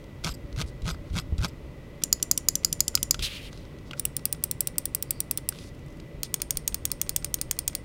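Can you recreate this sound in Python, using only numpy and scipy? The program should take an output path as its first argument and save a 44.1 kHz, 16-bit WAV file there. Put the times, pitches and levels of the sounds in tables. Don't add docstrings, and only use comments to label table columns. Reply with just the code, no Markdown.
import sys
import numpy as np
from scipy import signal
from scipy.fft import rfft, irfft
from scipy.io import wavfile
from scipy.ndimage import uniform_filter1d

SR = 44100
rng = np.random.default_rng(int(sys.argv[2]) if len(sys.argv) > 2 else 0)


def linear_from_db(decibels):
    return 10 ** (np.asarray(decibels, float) / 20)


def store_wav(level_fs):
    pcm = np.round(np.clip(np.atleast_2d(level_fs), -1, 1) * 32767)
    wavfile.write(sys.argv[1], SR, pcm.T.astype(np.int16))


N = 345744

# (first notch [s], last notch [s], fingertip drag [dB], desk push [dB])
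FLICKS = [
    (0.241, .2908, -34, -25),
    (0.5767, 0.6216, -29, -24.5),
    (0.852, 0.917, -30.5, -25.5),
    (1.137, 1.198, -30, -24),
    (1.409, 1.467, -33, -23.5),
]
# (time [s], peak [dB], shell body [dB])
REAR_PRESSES = [(6.233, -11, 0), (6.4188, -9.5, 0), (6.572, -10.5, 0), (6.7449, -9.5, 0), (6.917, -9.5, 0),
                (7.094, -9.5, 0), (7.246, -11, 0), (7.4143, -10, 0), (7.59, -10, 0), (7.7516, -10, 0)]
# (time [s], peak [dB], shell body [dB])
REAR_RELEASES = [(6.342, -7.5, 0), (6.5075, -7, 0), (6.678, -6.5, 0), (6.854, -8, 0), (7.0154, -8, 0),
                 (7.163, -6, 0), (7.3425, -7.5, 0), (7.512, -7.5, 0), (7.679, -7, 0)]


def evened(x):
    return x / np.sqrt(np.mean(x ** 2) + 1e-20)


def read(points, hz):
    f, value = np.transpose(points)
    return np.interp(np.log(hz + 1), np.log(f + 1), value)


def add(mix, s, sound):
    part = mix[round(s * SR):][:len(sound)]
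    part += sound[:len(part)]


def coloured(count, shape_db):
    hz = np.fft.rfftfreq(count, 1 / SR)
    return evened(irfft(rfft(rng.standard_normal(count)) * linear_from_db(shape_db(hz)), count))


def fuzzy(count, hz, width):
    return coloured(count, lambda f: -20 * np.log10(1 + (2 * (f - hz) / width) ** 2))


def hum():
    # (frequency [Hz], density [dB per Hz])
    air_colour = [(35, -19.5), (60, -25), (98, -7.5), (136, 1), (184, -18), (201, -9), (314, -10.5),
                  (378, -12.5), (588, -16), (709, -25.5), (1100, -26), (1490, -31.5), (1970, -35),
                  (2490, -30.5), (15700, -58.5)]
    # (frequency [Hz], width [Hz], level [dB])
    fan = [(1980, 150, -65.5), (1915, 14, -74), (1968, 10, -71), (1990, 8.1, -72.5), (2042, 4.4, -70),
           (2286, 22, -74), (573.5, 36, -60.5), (255.7, 12, -64.5), (313.6, 14.5, -61.5), (162.3, 35, -52)]
    air_db, hiss_db = -45.5, -69.5
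    air = coloured(N, lambda f: read(air_colour, f) - 10 * np.log10(1 + (100 / (f + 1)) ** 6))
    bands = sum(linear_from_db(db) * fuzzy(N, f, w) for f, w, db in fan)
    return linear_from_db(air_db) * air + bands + linear_from_db(hiss_db) * rng.standard_normal(N)


def desk():
    # (time [s], level [dB])
    rumble = [(0.0, -46), (1.29, -38.5), (1.79, -47), (3.03, -41.5), (3.58, -46), (6.29, -45),
              (7.62, -42.5), (7.84, -46)]
    # (time [s], peak [dB], frequency [Hz])
    thumps = [(0.296, -26.5, 46), (0.536, -28.5, 49.7), (.636, -25, 60.5), (0.826, -24.5, 53.3),
              (0.916, -26, 65), (1.108, -23, 58), (1.323, -17.5, 67), (1.385, -18.5, 59.6),
              (1.418, -48, 74), (3.189, -28.5, 49.5), (3.216, -26.5, 54.4), (6.548, -31.5, 35.7),
              (6.717, -33, 44.3)]
    s, db = np.transpose(rumble)
    low = coloured(N, lambda f: -10 * np.log10(1 + (f / 95) ** 8) - 10 * np.log10(1 + (22 / (f + 1)) ** 4))
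    out = low * linear_from_db(np.interp(np.arange(N) / SR, s, db))
    for s, peak_db, hz in thumps:
        turns = np.linspace(.1, 1.5, round(1.4 * SR / hz))
        fade = signal.windows.tukey(len(turns), .2) * np.exp(-.4 * abs(turns - .7))
        add(out, s, -linear_from_db(peak_db) * np.sin(2 * np.pi * turns) * fade)
    return out


def ticks(events, rise, decay, lead, bright_db, ring_db):
    # (frequency [Hz], density [dB per Hz])
    shell = [(470, -6), (850, -8.5), (1300, -5.5), (1570, -4), (1740, -38), (2070, -5.5), (3100, -9),
             (3300, -4), (3690, -7), (5940, -10), (6910, -14.5), (12600, -28), (16000, -38.5)]
    soft_db, soft_tilt = -42, .08
    t, out = np.arange(1024) / SR, np.zeros(N)
    rattle = (1 - np.exp(-t / rise)) * np.exp(-t / decay)
    for s, peak_db, dull_db, push_db, push_hz in events:
        slope_db = bright_db + soft_tilt * min(peak_db - soft_db, 0)
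        body_db = np.clip(dull_db + 9.0, -15, 15)

        def colour_db(f):
            treble_db = slope_db * np.log2(np.maximum(f / 4500, 1))
            return read(shell, f) + treble_db + body_db / (1 + ((f - 1350) / 450) ** 2)

        noise = coloured(len(t), colour_db)
        note = np.sin(2 * np.pi * 1320 * rng.uniform(.94, 1.004) * t)
        note *= linear_from_db(ring_db) * np.exp(-t / 0.012)
        add(out, s - .0005, linear_from_db(peak_db + 2.5) * (rattle * noise + note))
        swing = np.sin(2 * np.pi * np.minimum(push_hz * t, 1))
        add(out, s - lead / push_hz, -linear_from_db(push_db) * swing)
    return out


def knocks():
    # (time [s], peak
    # [dB], dullness [dB])
    taps_and_knocks = [(2.1995, -42, -4), (2.634, -39.5, -16), (2.795, -42, -21), (2.943, -38, 0),
                       (2.975, -29, -15), (3.144, -24.5, -46), (3.193, -29.5, -8), (3.5286, -38.5, -8),
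                       (3.575, -44, -13), (3.652, -49, -8), (3.7867, -48, -12), (3.9108, -34, -6),
                       (3.9332, -35, 0), (3.9767, -44, -3), (4.757, -49, 0), (5.524, -37, 2),
                       (5.587, -37, -15), (6, -43, -24),
                       (0.041, -48, -15), (0.239, -30, -10), (0.2452, -20, -27), (.527, -43.5, -9), (0.562, -39, -8),
            (0.6143, -22, -11), (.82, -42, -24), (.8338, -52, -8), (0.946, -39, 8), (1.101, -48, -8),
            (1.1363, -46, -8), (1.1861, -24.5, -21), (1.3816, -34, -24), (1.494, -47, -24),
            (1.3894, -37, 0), (1.4063, -39, -1), (1.446, -20.5, -7)]
    # (time [s], peak [dB])
    creaks = [(2.019, -43), (2.022, -38), (4.193, -42.5), (4.347, -41), (4.426, -47), (4.684, -42),
              (5.384, -38), (5.548, -44), (6.403, -37), (6.999, -50), (7.064, -43), (7.261, -42),
              (7.393, -52)]
    for presses, delay, spread_s, level_db, spread_db in [(REAR_PRESSES[1:], -.019, .0037, -42, 2.2),
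                                                          (REAR_RELEASES, .017, .0053, -46, 2.0)]:
        creaks = creaks + [(s + delay + spread_s * rng.standard_normal(),
                            level_db + spread_db * rng.standard_normal()) for s, _, _ in presses]
    events = [(s, db, dull_db, db - 9.5, 88) for s, db, dull_db in taps_and_knocks]
    events += [(s, db, -9, -52, 88) for s, db in creaks]
    return ticks(events, rise=0.00055, decay=0.0027, lead=0.2, bright_db=1.0, ring_db=-28.5)


def rubs():
    # (frequency [Hz], level [dB])
    skin = [(500, -40), (900, -18), (1700, -12), (2250, -3), (3100, 0), (4200, -7), (6000, -17),
            (7800, -21), (10000, -23), (16000, -27)]
    # (start [s], length [s], peak [dB], colour shift [semitones], place of the peak [0-1])
    strokes = [(0.295, 0.038, -48.5, 2.5, 0.6), (0.659, .05, -56.5, 8, .6), (1.035, 0.1, -65.5, 7, .7),
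               (3.191, 0.044, -42, 2.5, 0.36), (3.22, 0.07, -28.5, 4.3, 0.31),
               (3.279, 0.14, -40, 0.73, 0.53), (3.405, 0.1, -45.5, 1, 0.6), (3.501, 0.26, -58.5, 5, 0),
               (3.852, 0.059, -61.5, 8, .5), (3.966, .04, -53, 8, 1), (5.594, 0.11, -56, 8.5, 0.83),
               (5.74, .075, -74, 1.3, .6), (6.238, 0.033, -44.5, 7.5, 0.35), (5.522, 0.14, -54, 3.5, 0.7)]
    stroke_hiss = [3, 15, 3, 1, 8, 3.5, 7, 9, 3, 9, 11, 12, 11, 14]
    fall_db, brighten = -13.5, 0.5
    lead_s, tail_s = 0.013, 0.033
    rows = [row + (-3.5, hiss_db) for row, hiss_db in zip(strokes, stroke_hiss)]
    for first, last, db, _ in FLICKS:
        rows.append((first - lead_s, last - first + lead_s + tail_s, db - 21, 4.8, 0.36, -3, 10))
    out = np.zeros(N)
    for s, length, db, semitones, top, rise_db, hiss_db in rows:
        count = round(length * SR)
        u = np.arange(count) / count
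        rising_db = rise_db * (1 - u / top) ** 2 if top else 0 * u
        sag_db = np.where(u < top, rising_db, fall_db * ((u - top) / (1 - top)) ** 2 if top < 1 else 0)
        hz, t, z = signal.stft(rng.standard_normal(count), SR, nperseg=256)
        hz = hz[:, None]
        shift = semitones + brighten * np.interp(t, u * length, sag_db)
        hiss = hiss_db / (1 + ((hz - 9700) / 2700) ** 2)
        colour = linear_from_db(read(skin, hz / 2 ** (shift / 12)) + hiss)
        z = z * colour / np.sqrt((colour ** 2).mean(0))
        friction = signal.istft(z, SR, nperseg=256)[1][:count]
        grain_db = 0.71 * evened(uniform_filter1d(rng.standard_normal(count), 90))
        crackle_db = 1.3 * evened(uniform_filter1d(rng.exponential(1, count) ** 2 - 2, 25))
        loudness = linear_from_db(db + sag_db + grain_db + crackle_db)
        add(out, s, friction * loudness * signal.windows.tukey(count, .15))
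    return out


def notches():
    # (time [s], peak [dB])
    passed = [
        [(.2525, -28), (.2605, -30), (.2657, -26.5), (.272, -26.5), (.278, -28.5), (.284, -30), (.2907, -27)],
        [(.578, -38.5), (.5868, -32.5), (.5947, -32), (.6012, -29), (.607, -29), (.6125, -34), (.6205, -28)],
        [(.8555, -37.5), (.8648, -33), (.8728, -33), (.8782, -27.5), (.8837, -33), (.8895, -26.5), (.896, -31),
         (.902, -28), (.9095, -31.5)],
        [(1.1423, -42), (1.154, -33.5), (1.1618, -29.5), (1.1677, -29), (1.1727, -32), (1.1787, -26.5),
         (1.1847, -30), (1.19, -33), (1.197, -33)],
        [(1.4138, -37), (1.4245, -34), (1.4328, -30), (1.439, -27.5), (1.4457, -30), (1.451, -28), (1.456, -30),
         (1.4625, -38)],
    ]
    rows = []
    for (_, _, _, push_db), flick in zip(FLICKS, passed):
        s, db = np.transpose(flick)
        fading_db = push_db - 9 * np.arange(len(s)) / len(s)
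        rows += zip(s, db, -4 + 0 * s, fading_db, 1 / np.gradient(s))
    return ticks(rows, rise=0.00058, decay=0.0031, lead=0.435, bright_db=2.5, ring_db=-17.5)


def squeaks():
    # (time [s], length [s], level [dB])
    stops = [
        (.292, 0.038, -52),
        (.338, 0.016, -52),
        (0.908, 0.013, -50),
        (.92, 0.031, -65),
        (1.196, 0.006, -45),
        (1.2, 0.021, -60),
        (1.479, 0.013, -54.5),
    ]
    # (frequency [Hz], width [Hz], level [dB])
    axle = [(5000, 490, 4), (7870, 1400, 1), (12700, 800, -2)]
    # (time [s], length [s], level [dB], frequency [Hz], width [Hz])
    whistle = (5, 0.3, -60.5, 4700, 600)
    out = np.zeros(N)
    for s, length, db in stops:
        count = round(length * SR)
        tone = sum(linear_from_db(g) * fuzzy(count, f, w) for f, w, g in axle)
        add(out, s, linear_from_db(db) * tone * signal.windows.tukey(count, .4))
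    s, length, db, hz, width = whistle
    count = round(length * SR)
    add(out, s, linear_from_db(db) * fuzzy(count, hz, width) * np.hanning(count))
    return out


def hollows():
    times = [1.324, 2.974, 2.975, 3.145, 3.193, 3.91, 3.933, 3.934]
    # (peak [dB], frequency [Hz], t60 [s])
    hollow_notes = [
        (-22.5, 280, 0.012),
        (-36, 1290, 0.043),
        (-19.5, 2980, 0.01),
        (-27.5, 1360, 0.024),
        (-24, 3400, 0.012),
        (-22.5, 2900, 0.011),
        (-26.5, 2500, 0.015),
        (-30, 1400, 0.027),
    ]
    t, out = np.arange(2048) / SR, np.zeros(N)
    for s, (db, hz, t60) in zip(times, hollow_notes):
        pair = np.sin(2 * np.pi * hz * t) + 0.73 * np.sin(2 * np.pi * hz * 1.09 * t)
        add(out, s, linear_from_db(db - 60 * t / t60) * (1 - np.exp(-t / 0.00075)) * pair)
    return out


def switch(events, modes, spring, motion, gap_hz, crack_db, thud_db, after_db):
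    body_hz = 5920
    lead_s, bounce_s, crack_peak_s = .001, .0017, .0019
    after_t60, after_width_hz, after_fill_db = 0.115, 750, -3
    chatter, ring, rise, bounce_db = motion
    hz, width, db = np.transpose(modes)[:, :, None]
    t, long_t, out = np.arange(1024) / SR, np.arange(8192) / SR, np.zeros((2, N))
    phase = np.pi * np.arange(len(modes))[:, None] ** 2 / len(modes)
    loss = np.pi * np.maximum(width, 125) * (1 + hz / 12000)
    dying = np.exp(-loss * (0.2 * t + ring * np.maximum(t - chatter, 0)))
    shape = (1 - np.exp(-t / rise)) ** 2 * dying
    height_db = 20 * np.log10(linear_from_db(db) * shape.sum(1, keepdims=True))
    height_db = height_db - height_db.max()
    outline = np.hstack([hz, height_db])
    thud = np.sin(2 * np.pi * 210 * t) * np.exp(-t / 0.0015)
    rattle = (t / crack_peak_s * np.exp(1 - t / crack_peak_s)) ** 1.6
    for s, peak_db, body_db in events:
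        a, b, c = rng.standard_normal((3, len(modes), 1))
        mode_db = db + 1.5 * a + body_db / (1 + (hz / body_hz) ** 6)
        tones = np.sin(2 * np.pi * hz * (1 + .005 * b) * t + phase + .3 * c)
        snap = (linear_from_db(mode_db) * shape * tones).sum(0)
        crack = rattle * coloured(len(t), lambda f: read(outline, f) - np.maximum(f - hz.max(), 0) / 40)
        blow = linear_from_db(peak_db) * (0.11 * evened(snap) + linear_from_db(min(crack_db, -16)) * crack)
        blow = signal.lfilter(*signal.iirnotch(gap_hz, 20, SR), blow)
        add(out[0], s - lead_s, blow)
        add(out[0], s - lead_s + bounce_s, linear_from_db(bounce_db) * blow)
        add(out[1], s, linear_from_db(peak_db + thud_db) * thud)

        def blurred_db(f):
            humps = linear_from_db(2 * height_db + 2 * a) / (1 + (2 * (f - hz) / after_width_hz) ** 4)
            return 10 * np.log10(linear_from_db(2 * after_fill_db) + humps.sum(0)) - f / 1500

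        fade = (1 - np.exp(-long_t / 0.0016)) * linear_from_db(peak_db + after_db - 60 * long_t / after_t60)
        add(out[1], s, fade * coloured(len(long_t), blurred_db))
        for f, w, spring_db, t60 in spring:
            f, spring_db = np.array([f, spring_db]) + [0.011 * f, 1.5] * rng.standard_normal(2)
            fade = (1 - np.exp(-long_t / 0.0011)) * linear_from_db(peak_db + spring_db - 60 * long_t / t60)
            add(out[1], s, fade * fuzzy(len(long_t), f, w))
    return out


def clicks():
    # (time [s], peak [dB], shell body [dB])
    wheel_down = [(2.0372, -5, -1), (2.2273, -6, 2.5), (2.377, -6, -2), (2.555, -6.5, 0), (2.728, -7, -1.5),
                  (2.8809, -6.5, 0), (3.0297, -5, -4.5)]
    wheel_up = [(2.1279, -0.3, 0.24), (2.3136, -0.08, -1.6), (2.4864, -0.32, 1), (2.6477, -0.5, 0.53),
                (2.8055, -0.84, 1), (2.9531, -0.5, 0.54), (3.1096, -0.82, -0.44)]
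    front_down = [(3.9967, -10, 0), (4.167, -11, 0), (4.3274, -9, 0), (4.513, -9, 0), (4.673, -9.5, 0),
                  (4.8559, -10.5, 0), (5.026, -10, 0), (5.2044, -8.5, 0), (5.3751, -10, 0)]
    first_up = [
        (4.0535, -6.5, 0),
    ]
    front_up = [(4.2553, -6, 0), (4.4393, -6, 0), (4.6072, -5.5, 0), (4.783, -6.5, 0), (4.9493, -6.5, 0),
                (5.1081, -7, 0), (5.3118, -7, 0), (5.4898, -7, 0.29)]
    # (frequency [Hz], width [Hz], level [dB])
    wheel_down_modes = [(1310, 150, -39.5), (3180, 890, -6.0), (4950, 800, -1.5), (5960, 200, -3.0),
                        (6870, 270, -13.5), (7450, 140, -5.0), (8340, 900, 0.0), (9050, 140, -15.0),
                        (9770, 390, -8.5), (10970, 70, -13.0), (11930, 390, -13.5), (13080, 170, -13.5),
                        (13770, 90, -13.5), (14710, 170, -14.0)]
    wheel_up_modes = [(1290, 300, -24.0), (2340, 370, -22.0), (3180, 780, -14.5), (4350, 310, -10.0),
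                      (5010, 190, -3.5), (6040, 470, 0.0), (6920, 110, -4.5), (7560, 230, -4.5),
                      (8500, 630, -3.5), (9280, 320, -10.5), (10800, 680, -1.0), (12500, 690, -3.0),
                      (14060, 200, -6.5), (15250, 700, -1.5)]
    front_down_modes = [(2710, 870, -21.5), (3410, 900, -18.0), (4090, 900, -16.0), (5630, 900, -8.0),
                        (7230, 900, -15.0), (7910, 140, -16.5), (8560, 110, -19.5), (9130, 70, -8.0),
                        (10250, 900, -11.0), (11090, 900, -12.5), (12000, 560, -22.5), (12840, 900, -13.0),
                        (14780, 900, -5.0), (15350, 810, 0.0)]
    first_up_modes = [(2800, 900, -8), (5690, 900, -4.5), (7400, 70, -16), (7980, 80, -7),
                      (8250, 900, -4.5), (8940, 820, -.5), (10120, 140, -13), (10910, 90, -4),
                      (11770, 330, -17.5), (12600, 420, -14), (13610, 850, 0), (14180, 140, -11),
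                      (14820, 370, -13.5), (15310, 80, -9)]
    front_up_modes = [(2590, 900, -21), (3340, 880, -22), (4370, 830, -20), (5010, 900, -12.5),
                      (5960, 900, -15), (7870, 890, -6.5), (8560, 160, -14.5), (9100, 870, -11.5),
                      (10250, 900, -7), (11000, 200, -13.5), (11730, 900, -12), (13490, 330, -8),
                      (14250, 900, -1.5), (15550, 640, -6.5)]
    rear_down_modes = [(1320, 290, -24.5), (2440, 640, -11.0), (3400, 120, -25.5), (4410, 330, -7.0),
                       (4940, 90, -18.0), (5500, 480, -6.5), (6560, 590, 0.0), (7400, 400, -9.5),
                       (8320, 420, -1.5), (9320, 80, -6.0), (10850, 900, -6.0), (12790, 580, -3.5),
                       (14090, 310, -0.5), (15600, 140, -7.5)]
    rear_up_modes = [(2380, 860, -13), (3380, 240, -19.5), (4900, 730, -11), (5760, 380, -9),
                     (6550, 170, -11), (6880, 490, -5.5), (8000, 280, -8), (8790, 150, -19), (9280, 860, 0),
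                     (11240, 740, -10.5), (12050, 380, -8), (13520, 250, -10), (14670, 200, -13),
                     (15360, 260, -7)]
    # (frequency [Hz], width [Hz], level below the snap [dB], t60 [s])
    wheel_down_spring = [(7050, 400, -39.5, .18), (5600, 400, -48.5, 0.19), (9250, 1300, -46, 0.21),
                         (13500, 1500, -60.5, .15)]
    wheel_up_spring = [(7160, 900, -43.5, 0.18), (4360, 220, -48, .1), (10400, 700, -52.5, 0.27),
                       (12160, 900, -55, 0.17), (14500, 1200, -56.5, .15)]
    front_down_spring = [(9250, 120, -44.5, 0.18), (9500, 2000, -50, 0.21), (5530, 300, -53, .2),
                         (7600, 400, -49, 0.16), (15040, 1500, -56, .2)]
    front_up_spring = [(8500, 200, -51, 0.25), (9300, 2400, -48, 0.21), (10900, 500, -55, .2),
                       (5500, 400, -54.5, 0.22), (14800, 1800, -58, .25)]
    rear_down_spring = [(9020, 200, -51, 0.17), (8900, 1200, -41, 0.21), (5300, 700, -42.5, 0.16),
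                        (13900, 300, -56, .15), (15500, 250, -58, .15)]
    rear_up_spring = [(8730, 500, -41, .2), (9300, 1700, -42, 0.17), (5370, 680, -47, 0.16),
                      (12200, 500, -57, .2), (14800, 1800, -54, .22)]
    # (chatter [s], damping share [0-1], rise [s], bounce [dB])
    motions = [
        (.0011, 1, .0012, -20),
        (.001, 1, .0012, -22),
        (.0023, 1, .00021, -22),
        (.0029, .28, .0002, -22),
        (.0027, 1, .0003, -22),
        (.00075, 1, .0012, -20),
        (.00066, .85, .0009, -22),
    ]
    gaps = [7900, 5480, 6450, 6900, 6600, 13350, 10300]
    # (crack [dB], thud [dB], lingering modes [dB])
    layers = [
        (-17, -15.5, -40.5),
        (-13, -23, -46),
        (-16.5, -25.5, -40),
        (-19, -32.5, -39),
        (-22.5, -45, -39),
        (-21, -23.5, -36.5),
        (-14, -42, -41),
    ]
    parts = [(wheel_down, wheel_down_modes, wheel_down_spring),
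             (wheel_up, wheel_up_modes, wheel_up_spring),
             (front_down, front_down_modes, front_down_spring),
             (front_up, front_up_modes, front_up_spring),
             (first_up, first_up_modes, front_up_spring),
             (REAR_PRESSES, rear_down_modes, rear_down_spring),
             (REAR_RELEASES, rear_up_modes, rear_up_spring)]
    return sum(switch(*part, motion, gap_hz, *layer)
               for part, motion, gap_hz, layer in zip(parts, motions, gaps, layers))


def creeps():
    slips = [5.7475, 5.79, 5.861, 5.8815, 5.902, 5.9235, 5.97]
    events = [(s, -52.5, -20, -60, 88) for s in slips]
    return ticks(events, rise=.002, decay=0.0037, lead=0.28, bright_db=9, ring_db=-32)


def room(x, tail_db):
    # (frequency [Hz], t60 [s])
    walls = [(1000, 0.62), (4000, 0.42), (9000, 0.26), (16000, 0.034)]
    # (delay [s], level [dB])
    echoes = [
        (0.0092, -29),
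        (0.02, -39.5),
    ]
    hz, t, z = signal.stft(rng.standard_normal(SR // 3), SR, nperseg=128)
    tail = signal.istft(z * linear_from_db(-60 * t / read(walls, hz)[:, None]), SR, nperseg=128)[1]
    tail = linear_from_db(tail_db) * tail / np.linalg.norm(tail) * np.minimum(np.arange(len(tail)) / 200, 1)
    for s, db in echoes:
        smear = signal.lfilter(*signal.butter(2, 9500, fs=SR), rng.standard_normal(40))
        add(tail, s, linear_from_db(db) * smear / np.sqrt(20))
    return signal.fftconvolve(x, tail)[:N]


def scene():
    small = knocks() + notches() + hollows() + creeps()
    snaps, springs = clicks()
    soft = springs + small + rubs() + squeaks()
    soft += room(snaps + soft, tail_db=-30) + desk() + hum()
    soft = signal.oaconvolve(soft, signal.firwin(255, 15950, fs=SR), "same")
    return (snaps + soft)[None]


def top_cut(x):
    return signal.sosfilt(signal.butter(12, 17160, fs=SR, output="sos"), x)


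def record(dry):
    rounded = .95 * np.tanh(dry / .95)
    limited = signal.sosfilt(signal.cheby1(10, .3, 16450, fs=SR, output="sos"), rounded)
    return top_cut(limited)


dry = scene()
out = record(dry)
store_wav(out)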